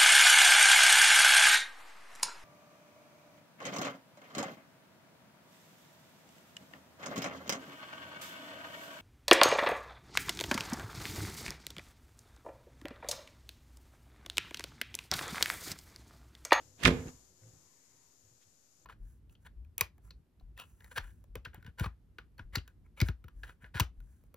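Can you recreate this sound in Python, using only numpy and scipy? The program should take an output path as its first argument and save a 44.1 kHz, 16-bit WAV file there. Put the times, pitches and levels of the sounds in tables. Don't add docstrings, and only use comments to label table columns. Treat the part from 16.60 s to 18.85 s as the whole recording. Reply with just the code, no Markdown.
import sys
import numpy as np
from scipy import signal
from scipy.fft import rfft, irfft, next_fast_len
from scipy.io import wavfile
from scipy.ndimage import uniform_filter1d

SR = 44100
rng = np.random.default_rng(int(sys.argv[2]) if len(sys.argv) > 2 else 0)


def undo_db(level):
    steps = np.asarray(level, float) / 20
    return 10 ** steps


def dump(signal):
    limited = np.clip(np.atleast_2d(signal).T, -1, 1)
    pcm = np.round(limited * 32767).astype(np.int16)
    wavfile.write(sys.argv[1], SR, pcm)


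N = 99225

# middle in seconds, peak level in dB, pitch in Hz, length in cycles, left minus right in dB.
PINGS = [(.2528, -20, 3500, 3, -20), (.2529, -24, 4800, 5, 20), (.2576, -12.5, 2200, 2.6, -18),
         (.2575, -25, 2500, 5, 16), (.2550, -23, 2900, 4, -18), (.2613, -24, 2400, 3, -18),
         (.2377, -32, 1800, 7, -10), (.2350, -40, 14500, 18, 9), (.2522, -42, 14200, 20, 0),
         (.2755, -45, 14200, 30, -4), (.2530, -28, 7500, 8, 3), (.2385, -31, 3800, 6, -3),
         (.2790, -27, 1500, 3, -12), (.2745, -26, 3600, 5, -8), (.2680, -24, 2000, 3, -9),
         (.2835, -27, 2500, 4, -4), (.3065, -40, 3900, 8, -4), (.4833, -54, 6500, 8, 6),
         (.8352, -66, 1520, 8, 0), (.4845, -57, 2750, 8, 0), (.8350, -63, 2000, 6, 0)]
# frequency in Hz, left minus right in dB.
LATCH_PAN = [(130, -0.5), (290, -3.5), (640, -1), (1400, -8), (3090, -7), (4500, 0), (6800, 3), (9300, -8),
             (12000, -1), (15000, 2)]


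def unit(x):
    return x / np.sqrt(np.mean(x ** 2) + 1e-20)


def along(points, hz):
    f, v = np.transpose(points)
    return np.interp(np.log(hz + 1), np.log(f + 1), v)


def curve(rows):
    return np.interp(np.arange(N) / SR, *np.transpose(rows))


def filtered(x, response):
    n = x.shape[-1]
    m = next_fast_len(n + 8192)
    hz = np.fft.rfftfreq(m, 1 / SR)
    return irfft(rfft(x, m) * response(hz), m)[..., :n]


def sides(points, hz):
    return undo_db(along(points, hz) * [[.5], [-.5]])


def paired(pair, alike):
    def mid_and_side(hz):
        turn = np.arccos(np.clip(along(alike, hz), -1, 1)) / 2
        return np.array([np.cos(turn), np.sin(turn)])

    mid, side = filtered(pair, mid_and_side)
    return np.array([mid + side, mid - side])


def rush(gain, alike, size=N):
    noise = rng.standard_normal((2, size))
    return unit(filtered(paired(noise, alike), gain))


def add(out, s, sound, pan_db):
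    part = out[:, round(s * SR):][:, :sound.shape[-1]]
    stereo = sound * undo_db([[pan_db / 2], [-pan_db / 2]])
    part += stereo[:, :part.shape[1]]


def resonances(peaks):
    def response(f):
        total = 0
        for k, (centre, width, db) in enumerate(peaks):
            total = total + (-1) ** k * undo_db(db) * 1j * f * width / (centre * centre - f * f + 1j * f * width)
        return total

    return response


def rise_and_die(s, db, rise_s, t60):
    t = np.arange(N) / SR
    return undo_db(db - 60 * np.where(t > s, (t - s) / t60, (s - t) / (4 * rise_s)))


def thumps():
    # peak in seconds, level in dB, rise in seconds, 60 dB decay in seconds.
    knocks = [(0.0, -56, 0.01011, 0.3062), (.07, -62.5, 0.01962, 0.83), (.825, -62, 0.03737, .3),
              (.875, -61, 0.037, 0.3044), (.94, -62, 0.018, 0.4613), (.7, -66.5, 0.047, 0.39335),
              (1.07, -75, 0.03401, .4), (1.651, -72, 0.035, .3), (1.35, -72.5, .05, .5),
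              (1.5, -75.5, 0.047, 0.4194), (1.718, -69, .05, .3), (1.87, -71, .04, .4),
              (2.23, -68.5, 0.06984, .5)]
    # resonance in Hz, width in Hz, level in dB.
    floorboards = [(57.18, 40, -9.5), (102.82, 30, 1), (160, 25, -5), (258.05, 73, -13.5), (375, 40, -12.5),
                   (452.06, 17, -13.5), (508.61, 61, -12.5), (789.8, 300, -24)]
    power = sum(rise_and_die(*knock) ** 2 for knock in knocks)
    return np.sqrt(power) * rush(resonances(floorboards), [(100, 0.9367), (800, .7)])


def earlier_clatter():
    t, t60 = np.arange(N) / SR, 0.29
    clatter = rush(lambda f: f / (f + 500) / (1 + (f / 3500) ** 2), [(500, .6), (3000, .2)])
    return undo_db(-65.5 - 60 * t / t60) * clatter


def air_and_hiss():
    # frequency in Hz, level in dB per Hz.
    air_colour = [(15, -46.5), (48, -12.5), (207, -10.5), (285, -9.5), (341, -14.5), (386, -11),
                  (1800, -23), (2340, -45.5), (3960, -120)]
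    hiss_colour = [(700, -42), (1200, -11), (3400, -10.5), (5200, -5.5), (6200, -4), (6900, 0.5),
                   (7700, -5.5), (8800, -11), (14300, -11.5), (14800, -37)]
    # frequency in Hz, likeness of left and right from -1 to 1.
    air_alike = [(60, 1), (240, 0.35), (950, -0.16), (3760, -0.01), (15000, -0.03)]
    # frequency in Hz, left minus right in dB.
    hiss_pan = [(60, -0.5), (240, -2), (950, -1), (2600, 0), (4300, 8), (5600, 13), (6900, 18), (8600, 7),
                (12000, 5), (15000, 3)]
    air = undo_db(-77) * rush(lambda hz: undo_db(along(air_colour, hz)), air_alike)
    hiss = undo_db(-71.5) * rush(lambda hz: undo_db(along(hiss_colour, hz)), [(5000, 0.073)])
    return filtered(air + hiss, lambda hz: sides(hiss_pan, hz))


def rubbing_seal():
    # time in seconds, level in dB.
    rub = [(.165, -88.5), (.19, -57), (.215, -48.5), (.232, -36.5), (.25, -42), (.3, -58), (.34, -88.5)]
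    # frequency in Hz, level in dB per Hz.
    rubber = [(40, -6), (120, -0.5), (340, -3), (800, -12.5), (1300, -10), (3300, -11.5), (6000, -22.5),
              (14000, -35)]
    grains = undo_db(2.5 * unit(uniform_filter1d(rng.standard_normal(N), size=90)))
    noise = rush(lambda hz: undo_db(along(rubber, hz)) * sides(LATCH_PAN, hz), [(500, .8), (4000, 0.35)])
    return undo_db(curve(rub)) * unit(grains * noise)


def latch_snaps():
    # start in seconds, level in dB, tilt in dB per octave, 60 dB decay in seconds.
    snaps = [(0.2339, -31.5, 5, .05), (0.2374, -36, 1, 0.09), (0.2468, -29, -0.5, 0.057),
             (0.251, -19, 0.5, 0.05417), (0.2541, -19.5, -1, 0.054), (.2605, -22, -2, .06),
             (0.2716, -25.5, 4.5, .05), (0.2774, -25, -2, 0.066), (0.2836, -33.5, -1, .06),
             (0.3062, -38.5, -2.5, .04), (0.469, -59, -4, 0.1767), (.4825, -55, 0, 0.04)]
    # frequency in Hz, level in dB per Hz.
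    plastic = [(400, -30.5), (800, -7), (1400, -4), (2400, -5), (4000, -10.5), (7000, -17), (9500, -24),
               (11500, -33), (14000, -33), (15200, -61)]
    treble_hz, treble_faster, crackle_db, attack_s = 8000, 2.6, 2.5, 0.00045
    out, t = np.zeros((2, N)), np.arange(SR // 5) / SR
    for s, db, tilt_db, t60 in snaps:
        def colour(hz):
            return undo_db(along(plastic, hz) + tilt_db * np.log2((hz + 1) / 3000))

        rattle = rush(colour, [(500, .8), (1500, -0.19), (9000, 0.017)], size=len(t))
        treble = filtered(rattle, lambda hz: hz ** 2 / (hz ** 2 + treble_hz ** 2))
        fade = undo_db(-60 * t / t60)
        dying = fade * (rattle - treble) + fade ** treble_faster * treble
        wobble = uniform_filter1d(rng.standard_normal((2, len(t))), size=30)
        crackle = undo_db(crackle_db * unit(wobble))
        add(out, s, undo_db(db) * crackle * (1 - np.exp(-t / attack_s)) * dying, 0)
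    return filtered(out, lambda hz: sides(LATCH_PAN, hz))


def latch_pings():
    out, u = np.zeros((2, N)), np.arange(-400, 401) / SR
    for s, db, hz, cycles, pan_db in PINGS:
        bell = np.exp(-(2 * u * hz / cycles) ** 2)
        add(out, s + u[0], -undo_db(db) * bell * np.cos(2 * np.pi * hz * u), pan_db)
    return out


def shaken_racks():
    # time in seconds, level in dB.
    shudder = [(.244, -79.5), (.25, -37.5), (.29, -32), (.33, -39.5), (.5, -58), (.53, -66), (.8, -77.5)]
    # resonance in Hz, width in Hz, level in dB.
    panel = [(82, 45, -3.5), (127.56, 40, -3.5), (161.08, 16, 1.5), (256.7, 19, -1.5), (358.74, 24, -4.5),
             (473.3, 50, -7), (704.56, 300, -17)]
    shaking = rush(resonances(panel), [(100, 1.0), (400, .9), (1000, .6)])
    return undo_db(curve(shudder)) * shaking * undo_db([[-1.2], [1.2]])


def door():
    # start in seconds, level in dB, direction, contact in seconds.
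    bumps = [(0.247, -19, 1, .004), (0.2529, -19.5, -1, 0.0036), (.2640, -16, 1, .003),
             (.2700, -16.5, -1, 0.0035), (.2802, -13, 1, .002), (.2895, -15, -1, .0025),
             (.3110, -17, 1, .0024), (.4565, -36, 1, 0.0034), (.4640, -39, 1, .0045),
             (.4730, -36, -1, 0.0032), (.4895, -41, -1, .004), (.5440, -46, -1, 0.009),
             (.5670, -53, -1, .008)]
    # tone in Hz, peak level in dB, 60 dB decay in seconds, start in seconds.
    cabinet = [
        (55.5, -20, 0.28, .247),
        (84, -31.5, .5, .262),
        (127, -31, 0.25163, 0.25786),
        (163, -23.5, 0.19, .268),
        (252, -24, 0.3, .272),
        (366, -29, 0.21, .262),
        (450, -33, .28, .27),
        (486, -41, .45, .28),
    ]
    pan_db, swell_s = -2, .006
    out, t = np.zeros((2, N)), np.arange(SR) / SR
    for s, db, way, contact_s in bumps:
        u = np.clip(t[:SR // 50] / contact_s, 0, 1)
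        add(out, s, np.sign(way) * undo_db(db - 1) * np.sin(np.pi * u) ** 2, pan_db)
    for hz, db, t60, s in cabinet:
        swell = 1 - np.exp(-t / swell_s)
        add(out, s, undo_db(db - 60 * t / t60) * swell * np.sin(2 * np.pi * hz * t), pan_db)
    return filtered(out, lambda hz: (1j * hz / (24 + 1j * hz)) ** 4)


def kitchen_echo(x):
    # frequency in Hz, 60 dB decay in seconds.
    decay = [(100, 0.57), (500, .45), (2000, .35), (6000, 0.27), (9000, .2), (11500, .08), (14000, .06)]
    # frequency in Hz, likeness of left and right from -1 to 1.
    echo_alike = [(100, 0.97035), (600, 0.32), (2000, .2)]
    noise = paired(rng.standard_normal((2, SR)), echo_alike)
    hz, t, z = signal.stft(noise, SR, nperseg=512)
    fade = undo_db(-60 * t / along(decay, hz)[:, None])
    tail = signal.istft(z * fade, SR, nperseg=512)[1]
    late = np.pad(x, ((0, 0), (260, 0)))
    return signal.fftconvolve(late, tail / np.linalg.norm(tail[0]), axes=1)[:, :N]


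def hums():
    # peak in seconds, peak level in dB, pitch in Hz, rise in seconds, 60 dB decay in seconds.
    tones = [
        (.875, -53, 112, .04, .14),
        (.83, -60, 108, .015, .15),
        (.85, -66, 519, .03, .3),
        (.86, -65, 161, .03, .3),
        (1.73, -62, 118, .035, .15),
        (.46, -71.5, 985, .03, .7),
        (.61, -63, 56, .02, .35),
        (.7, -68, 175, .02, .2),
    ]
    t = np.arange(N) / SR
    return sum(rise_and_die(s, db, rise_s, t60) * np.sin(2 * np.pi * hz * (t - s))
               for s, db, hz, rise_s, t60 in tones)


def rustle_and_whirr():
    # start in seconds, length in seconds, level in dB, pitch in Hz, width in Hz.
    swells = [
        (1.805, .045, -71, 2800, 7000),
        (.93, .3, -80, 1000, 250),
        (1.2, .4, -82, 980, 250),
        (.9, .7, -83, 2000, 900),
    ]
    t, out = np.arange(N) / SR, 0
    for s, long_s, db, hz, width in swells:
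        swell = np.sin(np.pi * np.clip((t - s) / long_s, 0, 1))
        narrow = resonances([(hz, width, 0)])
        out = out + undo_db(db) * swell * rush(lambda f: narrow(f) ** 2, [(1000, 0.33)])
    return out


def scene():
    # time in seconds, gain in dB.
    gate_db = [(0, 4.5), (.15, 1.5), (.23, 6), (.3, 8), (.5, 10), (.515, 6.5), (.74, 0), (.86, 3),
               (1.2, 1.5), (1.6, 0.5), (2.25, -1)]
    gate = undo_db(curve(gate_db))
    bright = rubbing_seal() + latch_snaps() + latch_pings()
    low = door()
    echoed_low = filtered(low, lambda hz: hz ** 2 / (hz ** 2 + 99 ** 2))
    echo = kitchen_echo(undo_db(-19) * bright + undo_db(-17) * echoed_low)
    near = bright + low + shaken_racks() + echo
    slam_gain = gate[round(PINGS[0][0] * SR)]
    gated = (near / slam_gain + air_and_hiss()) * gate
    return gated + thumps() + earlier_clatter() + hums() + rustle_and_whirr()


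def top_cut(x):
    return signal.sosfilt(signal.butter(12, 15550, fs=SR, output="sos"), x)


def record(dry):
    limited = filtered(dry, lambda hz: 1 / (1 + (hz / 15000) ** 80))
    return top_cut(limited - .0002)


dry = scene()
out = record(dry)
dump(out)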